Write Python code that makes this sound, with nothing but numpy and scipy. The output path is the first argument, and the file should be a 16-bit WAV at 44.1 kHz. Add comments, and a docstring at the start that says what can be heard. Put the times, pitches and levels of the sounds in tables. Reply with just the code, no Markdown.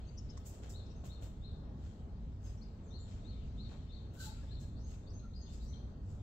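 """Small birds chip and twitter over a low city rumble, at an outdoor gym in a wooded park.
A barbell ticks in its hook, shoes crush grit and heels knock on packed earth. About four seconds in,
the loose plates slide along the bar: friction makes them rasp and squeak, and impacts ring the steel.
Trunks and leaves scatter the birdsong and the sounds of the gym into a short reverberation."""
import sys
import numpy as np
from scipy import signal
from scipy.fft import rfft, irfft, next_fast_len
from scipy.io import wavfile
from scipy.ndimage import uniform_filter1d, map_coordinates

SR = 44100
rng = np.random.default_rng(int(sys.argv[2]) if len(sys.argv) > 2 else 0)


def persist_wave(psi):
    """Save psi, clipped to +-1, as 16-bit WAV."""
    counts = np.round(np.clip(psi, -1, 1) * 32767).astype(np.int16)
    wavfile.write(sys.argv[1], SR, np.atleast_2d(counts).T)


N = 274302


def amp(db):
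    """Amplitude ratio of a level in decibels."""
    return 10 ** (np.asarray(db) / 20)


def unit(x):
    """Normalisation to rms 1."""
    return x / np.sqrt(np.mean(x ** 2) + 1e-20)


def along(points, hz):
    """Interpolation of (frequency, value) points on a logarithmic frequency axis."""
    point_hz, values = np.transpose(points)
    return np.interp(np.log(hz + 1), np.log(point_hz + 1), values)


def curves(rows, size):
    """Linear interpolation in time: one value per sample for each column after the first."""
    time_s, *columns = np.transpose(rows)
    return [np.interp(np.arange(size) / SR, time_s, column) for column in columns]


def wobble(rate, size=N):
    """Random modulation: a smooth curve through `rate` Gaussian values a second."""
    knots = rng.standard_normal(int(size * rate / SR) + 4)
    return map_coordinates(knots, [np.arange(size) * rate / SR])


def filtered(x, response):
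    """Linear filtering: the spectrum of x times a frequency response."""
    size = x.shape[-1]
    padded = next_fast_len(size + 8192)
    return irfft(rfft(x, padded) * response(np.fft.rfftfreq(padded, 1 / SR)), padded)[..., :size]


def coloured(x, spectrum):
    """Spectral shaping by (frequency_hz, level_db) points, at rms 1."""
    return unit(filtered(x, lambda hz: amp(along(spectrum, hz))))


def add(track, start_s, sound):
    """Superposition of a sound on a track."""
    part = track[:, max(round(start_s * SR), 0):][:, :sound.shape[-1]]
    part += sound[..., :part.shape[-1]]


def grains(rate, spread_db, size=N):
    """Shot noise: a stereo train of tiny random fractures, `rate` a second."""
    impulses = (rng.random((2, size)) < rate / SR) * rng.standard_normal((2, size))
    return impulses * amp(spread_db * rng.standard_normal(size))


def diffuse(spectrum):
    """A diffuse field is coherent between two points in the bass and incoherent in the treble."""
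    # frequency_hz, coherence
    likeness = [(30, 0.98), (120, 1), (250, 0.92), (500, 0.77), (1000, 0), (10000, 0.033)]

    def mid_and_side(hz):
        """Equal-power weights that give this coherence."""
        angle = np.arccos(np.clip(along(likeness, hz), -1, 1)) / 2
        return np.array([np.cos(angle), np.sin(angle)])

    mid, side = filtered(rng.standard_normal((2, N)), mid_and_side)
    return coloured(np.array([mid + side, mid - side]), spectrum)


def woods(x, wet_db, early_s=0.024):
    """Scattering by trunks and leaves adds strong single echoes early and a fading wash later."""
    # frequency_hz, t60_s
    reverberation = [(300, 0.74), (4000, 0.67), (8000, 0.67), (15000, 0.19)]
    size = SR // 2
    early = np.exp(-np.arange(size) / SR / early_s)
    trunks = 18 * early * (rng.random((2, size)) < 250 / SR)
    hz, t, spectra = signal.stft(rng.standard_normal((2, size)) * (1 + trunks), SR, nperseg=256)
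    decay = amp(-60 * t / along(reverberation, hz)[:, None])
    tail = signal.istft(spectra * decay, SR, nperseg=256)[1]
    tail /= np.linalg.norm(tail, axis=1, keepdims=True)
    echo = signal.fftconvolve(np.atleast_2d(x), tail, axes=1)[:, :x.shape[-1]]
    return (x + amp(wet_db) * echo) / np.hypot(1, amp(wet_db))


def city():
    """Diffuse traffic rumble and receding tyre noise, low engine drones, and two faint high tones."""
    # centre_hz, width_hz, level_db
    drone_bands = [(57.24, 8, -54), (94.9, 8, -57), (224.9, 13, -69), (1287, 12, -89), (1866, 12, -88)]
    # frequency_hz, level_db
    rumble_spectrum = [(12, -41), (20, -7.5), (43, -2), (68, 0.5), (97, -3.5), (161, -11), (227, -12.5),
                       (330, -25.5), (430, -52.5), (730, -120)]
    # frequency_hz, level_db
    tyre_spectrum = [(200, -12), (290, -4), (400, -2.5), (560, -7.5), (700, -10), (900, -13.5), (1200, -18),
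                     (1700, -23.5), (2050, -33.5), (2600, -60.5)]
    t = np.arange(N) / SR
    drones = np.zeros(N)
    for hz, width_hz, db in drone_bands:
        modulation = wobble(width_hz) + 1j * wobble(width_hz)
        drones += amp(db) * unit(np.real(modulation * np.exp(2j * np.pi * hz * t)))
    rumble = amp(-46.5 + 1.1 * wobble(4.94)) * diffuse(rumble_spectrum)
    tyres = amp(-61.5 - 0.3842 * t + 1.22 * wobble(9)) * diffuse(tyre_spectrum)
    return rumble + tyres + drones


def patchy(x, depth_db):
    """Modulation in patches of time and frequency, as when single branches rustle in turn."""
    spectra = signal.stft(x, nperseg=512)[2]
    across_bands = uniform_filter1d(rng.standard_normal(spectra.shape[1:]), size=5, axis=0)
    patches = unit(uniform_filter1d(across_bands, size=14, axis=1))
    return unit(signal.istft(spectra * amp(depth_db * patches), nperseg=512)[1][:, :N])


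def leaves():
    """Wind excites broadband noise in the foliage, which swells with each breath."""
    # peak_s, lift_db, half_length_s
    gusts = [(0, 5.5, 0.16), (0.853, 3, 0.65), (3.453, 5, 0.6), (4.41, 7.5, 0.15)]
    # frequency_hz, level_db
    rustle_spectrum = [(1500, -8), (2100, 3), (2650, 3.5), (3300, 4.5), (4300, 3.5), (5000, -1.5),
                       (5800, -5), (6400, -0.5), (6850, -12.5), (7350, 0.5), (8300, -15), (9300, -37),
                       (15500, -33.5)]
    t = np.arange(N) / SR
    gust_db = sum(db * np.exp(-((t - peak_s) / half_s) ** 2) for peak_s, db, half_s in gusts)
    return amp(-77.5 + gust_db + wobble(5.1)) * patchy(diffuse(rustle_spectrum), depth_db=2.5)


def hiss():
    """Self-noise of the microphones, faint and high."""
    # frequency_hz, level_db
    spectrum = [(8000, -21), (10000, -8.5), (11000, -7), (11700, 2.5), (12500, -0.5), (15500, -2.5)]
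    return amp(-96) * diffuse(spectrum)


def bird(shape, calls, rough, flutter_db, wet_db, pan_db):
    """A gliding whistle with a faint octave quavers by random frequency and amplitude modulation."""
    out, size = np.zeros((2, N)), SR // 2
    pitch_hz, contour_db = curves(shape, size)
    t = np.arange(size) / SR
    length_s = shape[-1][0]
    gate = np.clip(np.minimum(t, length_s - t) / 0.00066, 0, 1)
    for start_s, db, ratio in calls:
        phase = 2 * np.pi * np.cumsum(pitch_hz * ratio * (1 + rough * wobble(294.2, size))) / SR
        whistle = np.sin(phase) + amp(-44) * np.sin(2 * phase)
        envelope = gate * amp(db + contour_db + flutter_db * wobble(120.2, size))
        call = np.sqrt(2) * envelope * whistle
        scattered = woods(call, wet_db, early_s=0.034)
        add(out, start_s, call.std() * unit(scattered))  # smeared, with its energy kept
    return out * amp([[pan_db / 2], [-pan_db / 2]])


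def arched_song():
    """Frequency modulation: a bird in the canopy repeats one rising and falling syllable."""
    # time_s, pitch_hz, level_db
    arch = [(0, 3533, -7.5), (.007, 3662, -6.5), (.017, 3830, -5), (.031, 4130, 1), (.044, 4400, -3.5),
            (.056, 4468, -4.5), (.066, 4100, -3.5), (.078, 3730, -7.5), (.1, 3653, -11.5)]
    # start_s, level_db, pitch_ratio
    calls = [(0.727, -58.5, 0.99), (1.083, -60, 0.98), (1.413, -60.5, 0.97), (2.904, -58.5, 0.995),
             (3.243, -60, 0.99), (3.573, -58, 1), (3.885, -59, 0.99), (4.481, -58, 0.98)]
    return bird(arch, calls, rough=0.017, flutter_db=2, wet_db=6, pan_db=-1)


def far_song():
    """Scattered sound outweighs direct in a far bird's hoarse slur, high whistle and quick drop."""
    # time_s, pitch_hz, level_db
    slur = [(0, 3640, -8), (.012, 4200, 0.5), (.028, 4850, -2), (.044, 5390, -5.5)]
    # time_s, pitch_hz, level_db
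    crest = [(0, 5990, -6), (.014, 6140, -6), (.028, 6430, 2), (.05, 6480, -1.5), (.066, 6320, -8)]
    # time_s, pitch_hz, level_db
    drop = [(0, 4590, -10), (.008, 3870, 0.5), (.018, 3250, -2.5)]
    # start_s, slur_db, crest_db, drop_db, pitch_ratio
    phrases = [(4.751, -65.5, -66.5, -81, 1), (5.062, -67, -64.5, -66.5, 1), (5.327, -65.5, -68, -64, 1),
               (5.595, -65, -64.5, -63.5, 0.95)]
    slurs = [(s, db, ratio) for s, db, _, _, ratio in phrases]
    crests = [(s + 0.06, db, ratio) for s, _, db, _, ratio in phrases]
    drops = [(s + 0.127, db, ratio) for s, _, _, db, ratio in phrases]
    return (bird(slur, slurs, rough=0.05, flutter_db=4, wet_db=13, pan_db=1)
            + bird(crest, crests, rough=0.021, flutter_db=3.5, wet_db=12, pan_db=-0.5)
            + bird(drop, drops, rough=0.07, flutter_db=3, wet_db=13, pan_db=-1))


def twitter():
    """The ratio of scattered to direct sound sets each short glide at its own depth in the trees."""
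    # start_s, length_s, level_db, first_hz, last_hz, wet_db
    notes = [(0.059, 0.045, -71, 6370, 6500, 6), (0.074, 0.034, -70, 4480, 4630, 2),
             (0.172, .015, -59.5, 5650, 5930, -19), (0.848, 0.037, -79, 6330, 6270, 2),
             (0.858, 0.015, -72, 5700, 4960, -1), (.898, .014, -69, 5250, 5950, 1),
             (.913, .014, -72, 5850, 5300, -2), (0.956, 0.032, -71.5, 6120, 6300, 1),
             (2.439, 0.041, -68, 6300, 6270, 5), (2.467, 0.023, -65.5, 5100, 4930, -1),
             (2.573, 0.021, -73.5, 5360, 6000, 1), (2.613, 0.028, -63, 4210, 5000, -2),
             (2.824, 0.037, -75.5, 7680, 7000, 10), (2.858, 0.051, -70.5, 6620, 5560, 10),
             (2.987, 0.047, -66.5, 7080, 7600, 8), (5.411, 0.031, -68, 4360, 4290, 2.5),
             (5.44, 0.041, -70, 4950, 4880, 4), (5.685, .03, -75, 4140, 4137, 2),
             (5.763, 0.029, -75.5, 4170, 4700, 2)]
    out, edge_db = np.zeros((2, N)), -6
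    for start_s, length_s, db, first_hz, last_hz, wet_db in notes:
        middle_hz = (first_hz + last_hz) / 2
        glide = [(0, first_hz, edge_db), (length_s / 2, middle_hz, 0), (length_s, last_hz, edge_db)]
        out += bird(glide, [(start_s, db, 1)], rough=0.022, flutter_db=2.5, wet_db=wet_db, pan_db=2.5)
    return out


def near_chips():
    """Biphonation: one side of a nearer bird's syrinx sweeps upward while the other holds a note."""
    # time_s, pitch_hz, level_db
    sweep = [(0, 4500, -18), (.006, 4850, -2), (.012, 5700, -2.5), (.017, 6600, -3.5), (.021, 6900, -11)]
    # time_s, pitch_hz, level_db
    pip = [(0, 5100, 1), (.006, 5280, 1.5), (.014, 5300, -4), (.02, 5150, -13.5)]
    # start_s, sweep_db, pip_db, pitch_ratio
    chips = [(.174, -60.5, -57.5, 1.025), (.289, -62, -61, 1.0), (2.615, -75, -74, 0.95)]
    sweeps = [(s, db, ratio) for s, db, _, ratio in chips]
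    pips = [(s + 0.01, db, ratio) for s, _, db, ratio in chips]
    return (bird(sweep, sweeps, rough=0.0093, flutter_db=2.5, wet_db=-5, pan_db=2.5)
            + bird(pip, pips, rough=0.006, flutter_db=1, wet_db=-13, pan_db=0))


def footfalls():
    """Inelastic impact: a heel lands on packed earth with a short, dull knock."""
    # start_s, level_db, decay_s
    steps = [(1.036, -53.5, 0.012), (3.711, -53, .015), (3.741, -57, 0.02), (4.435, -59.5, .018)]
    # frequency_hz, level_db
    earth_spectrum = [(200, -10.5), (450, 2), (680, 1.5), (1000, -5.5), (1500, -13.5), (3000, -32),
                      (6000, -69)]
    out, t = np.zeros((2, N)), np.arange(SR // 5) / SR
    for start_s, db, decay_s in steps:
        envelope = amp(db) * (1 - np.exp(-t / 0.0018)) * np.exp(-t / decay_s)
        add(out, start_s, envelope * coloured(rng.standard_normal(len(t)), earth_spectrum))
    return woods(out, wet_db=-5)


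def shoes():
    """Granular fracture: each scuff crushes a swell of grit; weight on the foot adds a lower crunch."""
    # peak_s, level_db, rise_s, crunch_db, tilt_db_per_octave
    scuffs = [(0.394, -76.5, .012, -11, 11.5), (.471, -56, .015, -9.5, 7.5), (.545, -68, 0.033, 1.5, 0.5),
              (.648, -69.5, 0.021, 9.5, 1), (.706, -59, 0.012, -11, 3), (1.043, -73.5, 0.0043, 8, 0),
              (1.058, -62.5, .013, 0.5, 5.5), (1.237, -63, 0.018, 0.5, 6.5), (1.87, -76, 0.082, 7, -2.5),
              (2.475, -68.5, 0.044, 2, 0), (3.121, -72.5, 0.055, 6, -5.5), (3.431, -88.5, .04, 8, -21.5),
              (3.719, -78.5, .004, 12, -3), (3.735, -79.5, 0.067, 12, -2), (4.148, -68, 0.012, -1.5, 12.5),
              (4.615, -64.5, 0.016, -7, 0), (4.917, -69, 0.045, 1, -2.5), (5.555, -67.5, 0.061, -3.5, -5),
              (5.645, -72.5, .038, -24, 4.5), (6.119, -75, 0.076, -13, -3)]
    # frequency_hz, level_db
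    grit_spectrum = [(1500, -24), (3000, -15.5), (5000, -3.5), (6500, -2.5), (7500, 3), (8200, -7),
                     (9200, -23.5), (11000, -15.5), (15500, -17.5)]
    # frequency_hz, level_db
    crunch_spectrum = [(200, -3.5), (550, 6.5), (1000, -6), (1600, -3), (2100, -8), (2700, -4.5),
                       (3600, -3.5), (4600, -13), (7000, -11.5), (10000, -43.5)]
    out, t = np.zeros((2, N)), np.arange(-SR // 5, SR // 2) / SR
    for peak_s, db, rise_s, crunch_db, tilt in scuffs:
        settle_s = 0.022 + 0.79 * rise_s  # slower scuffs settle longer
        swell = np.exp(-np.where(t < 0, (t / rise_s) ** 2, t / settle_s))
        clumps_db = 1.3 * wobble(80, len(t))  # grit gives way in clumps
        tilted = [(hz, level + tilt * np.log2(hz)) for hz, level in grit_spectrum]
        grit = coloured(grains(rate=6500, spread_db=1, size=len(t)), tilted)
        crunch = amp(crunch_db) * coloured(grains(rate=2200, spread_db=4.5, size=len(t)), crunch_spectrum)
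        add(out, peak_s + t[0], amp(db + clumps_db) * swell * (grit + crunch))
    return woods(out, wet_db=-6.5)


def rack():
    """Damped resonance: the bar ticks in its hook, and the gripping hands absorb the ring."""
    # start_s, level_db
    ticks = [(0.3705, -57), (0.3748, -50)]
    # frequency_hz, level_db
    hook_spectrum = [(600, -15), (1100, 18), (1450, -19), (1900, 8), (2700, -11), (3800, 1), (5800, 6),
                     (7800, 3), (9500, -21), (15000, -24)]
    out, t = np.zeros((2, N)), np.arange(SR // 10) / SR
    attack_s, t60_s = 0.00076, 0.028
    envelope = (1 - np.exp(-t / attack_s)) * amp(-60 * t / t60_s)
    for start_s, db in ticks:
        add(out, start_s, amp(db) * envelope * coloured(rng.standard_normal((2, len(t))), hook_spectrum))
    return woods(out * amp([[-1], [1]]), wet_db=-11)


def plate_squeaks():
    """Stick-slip oscillation of the turning plates swells into short, unsteady tones."""
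    # peak_s, level_db, pitch_hz, half_length_s, roughness_ratio
    squeaks = [(4.19, -67.5, 1500, 0.044, 0.058), (4.245, -62, 1545, 0.0068, .008),
               (4.281, -55, 860, 0.017, 0.01), (4.322, -68, 840, 0.0059, 0.012),
               (4.39, -70, 1355, 0.018, 0.016), (4.434, -69, 1685, 0.0073, 0.013),
               (4.522, -71.5, 1685, .011, .012), (4.639, -74.5, 1677, 0.017, 0.013),
               (5.253, -61.5, 1390, 0.017, 0.018)]
    out, t = np.zeros((2, N)), np.arange(-SR // 5, SR // 5) / SR
    for peak_s, db, hz, half_s, rough in squeaks:
        pitch_hz = hz * (1 + rough * wobble(250.4, len(t)))
        tone = np.sin(2 * np.pi * np.cumsum(pitch_hz) / SR)
        add(out, peak_s + t[0], amp(db) * np.exp(-(t / half_s) ** 2) * tone)
    return woods(out * amp([[1.5], [-1.5]]), wet_db=-9)


def plate_slide():
    """Sliding friction: the plates rasp once along the sleeve, and the steel sings on."""
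    # frequency_hz, level_db
    rasp_spectrum = [(880, -30), (1500, -7), (1590, -11.5), (1650, -18), (2330, -23.5), (3030, -11),
                     (3380, -14), (4020, -4), (4800, -10.5), (6130, -13.5), (7520, -3), (8620, -22),
                     (12600, -19), (15500, -19)]
    peak_s, attack_s, hold_s, release_s, ring_s = 4.212, 0.021, 0.052, 0.024, 0.22
    t = np.arange(N) / SR - peak_s
    swell = np.exp(np.minimum(t, 0) / attack_s - np.maximum(t - hold_s, 0) / release_s)
    ring = amp(-20.5) * (t > 0) * np.exp(-np.abs(t) / ring_s)
    rasp = coloured(grains(rate=5800, spread_db=0.5), rasp_spectrum)
    return amp(-52.5) * np.maximum(swell, ring) * rasp


def plate_clinks():
    """Modal vibration: each contact excites one band of the decaying modes of bar and plates."""
    # frequency_hz, level_db, t60_s
    steel_modes = [(865, 20, 0.069), (1378, 1, 0.18), (1530, 4.5, 0.13), (1690, -18, 1), (2660, -11, 0.75),
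                   (3100, -4, 0.13), (3800, -4, 0.37), (3980, 2, 0.16), (4440, -6, 0.19), (4800, -7, .25),
                   (5340, -13, .2), (6400, -6, 0.18), (7240, -3, 0.18), (7590, -4, .18)]
    # start_s, level_db, centre_hz, spread_octaves
    contacts = [(4.199, -56, 1540, .07), (4.221, -56.5, 4000, .42), (4.238, -63, 1750, 0.52),
                (4.292, -63, 3200, 0.71), (4.316, -64.5, 1200, 0.41)]
    out, t = np.zeros((2, N)), np.arange(SR // 2) / SR
    hz, mode_db, t60_s = np.transpose(steel_modes)[:, :, None]
    attack = 1 - np.exp(-t / 0.0021)
    for start_s, db, centre_hz, spread_octaves in contacts:
        band = np.exp(-(np.log2(hz / centre_hz) / spread_octaves) ** 2 / 2)
        strength = band * amp(db + mode_db + rng.normal(0, 0.53, hz.shape))
        phase = 2 * np.pi * (hz * t + rng.random((2, len(hz), 1)))
        modes = strength * amp(-60 * t / t60_s) * np.sin(phase)
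        add(out, start_s, attack * modes.sum(axis=1))
    return woods(out, wet_db=-4.5)


def microphones(hz):
    """Interference from nearby posts combs the treble; the left has more upper middle and later bass."""
    # left_delay_s, right_delay_s, level_db
    posts = [(.0019, 0.0014, -20), (.0034, 0.0035, -21.5), (.0047, 0.0073, -14), (.0072, 0.0073, -22.5),
             (.0088, 0.011, -15), (0.0124, 0.011, -21), (0.0171, .0192, -21)]
    # frequency_hz, left_minus_right_db
    balance = [(300, 0), (1000, 2), (1600, 0), (2400, 5.5), (4000, 12.5), (5500, 6.5), (7000, -1),
               (12000, 1.5)]
    # frequency_hz, left_lag_rad
    phase_lag = [(25, 0.38), (60, 0.27), (125, .18), (250, 0.14), (600, 0)]
    echoes = sum(amp(db) * np.exp(-2j * np.pi * hz * np.array([[left_s], [right_s]]))
                 for left_s, right_s, db in posts)
    comb = 1 + echoes * hz ** 2 / (hz ** 2 + 700 ** 2)  # long waves diffract around a post
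    lean = amp(along(balance, hz) * np.array([[1], [-1]]) / 2)
    lag = np.exp(1j * along(phase_lag, hz) * np.array([[-1], [1]]) / 2)
    return comb * lag * lean / np.sqrt(np.mean(lean ** 2, axis=0))


def scene():
    """Superposition of gym, birds and background at the two microphones."""
    feet = shoes() + footfalls()
    barbell = woods(plate_slide(), wet_db=-4.5) + plate_clinks() + plate_squeaks() + rack()
    birds = arched_song() + near_chips() + far_song() + twitter()
    background = city() + leaves() + hiss()
    return filtered(background + amp(0.5) * (birds + feet + barbell), microphones)


def record(dry):
    """Band limiting: an ideal low-pass filter removes the highest treble."""
    return filtered(dry, lambda hz: hz < 15720)


dry = scene()
out = record(dry)
persist_wave(out)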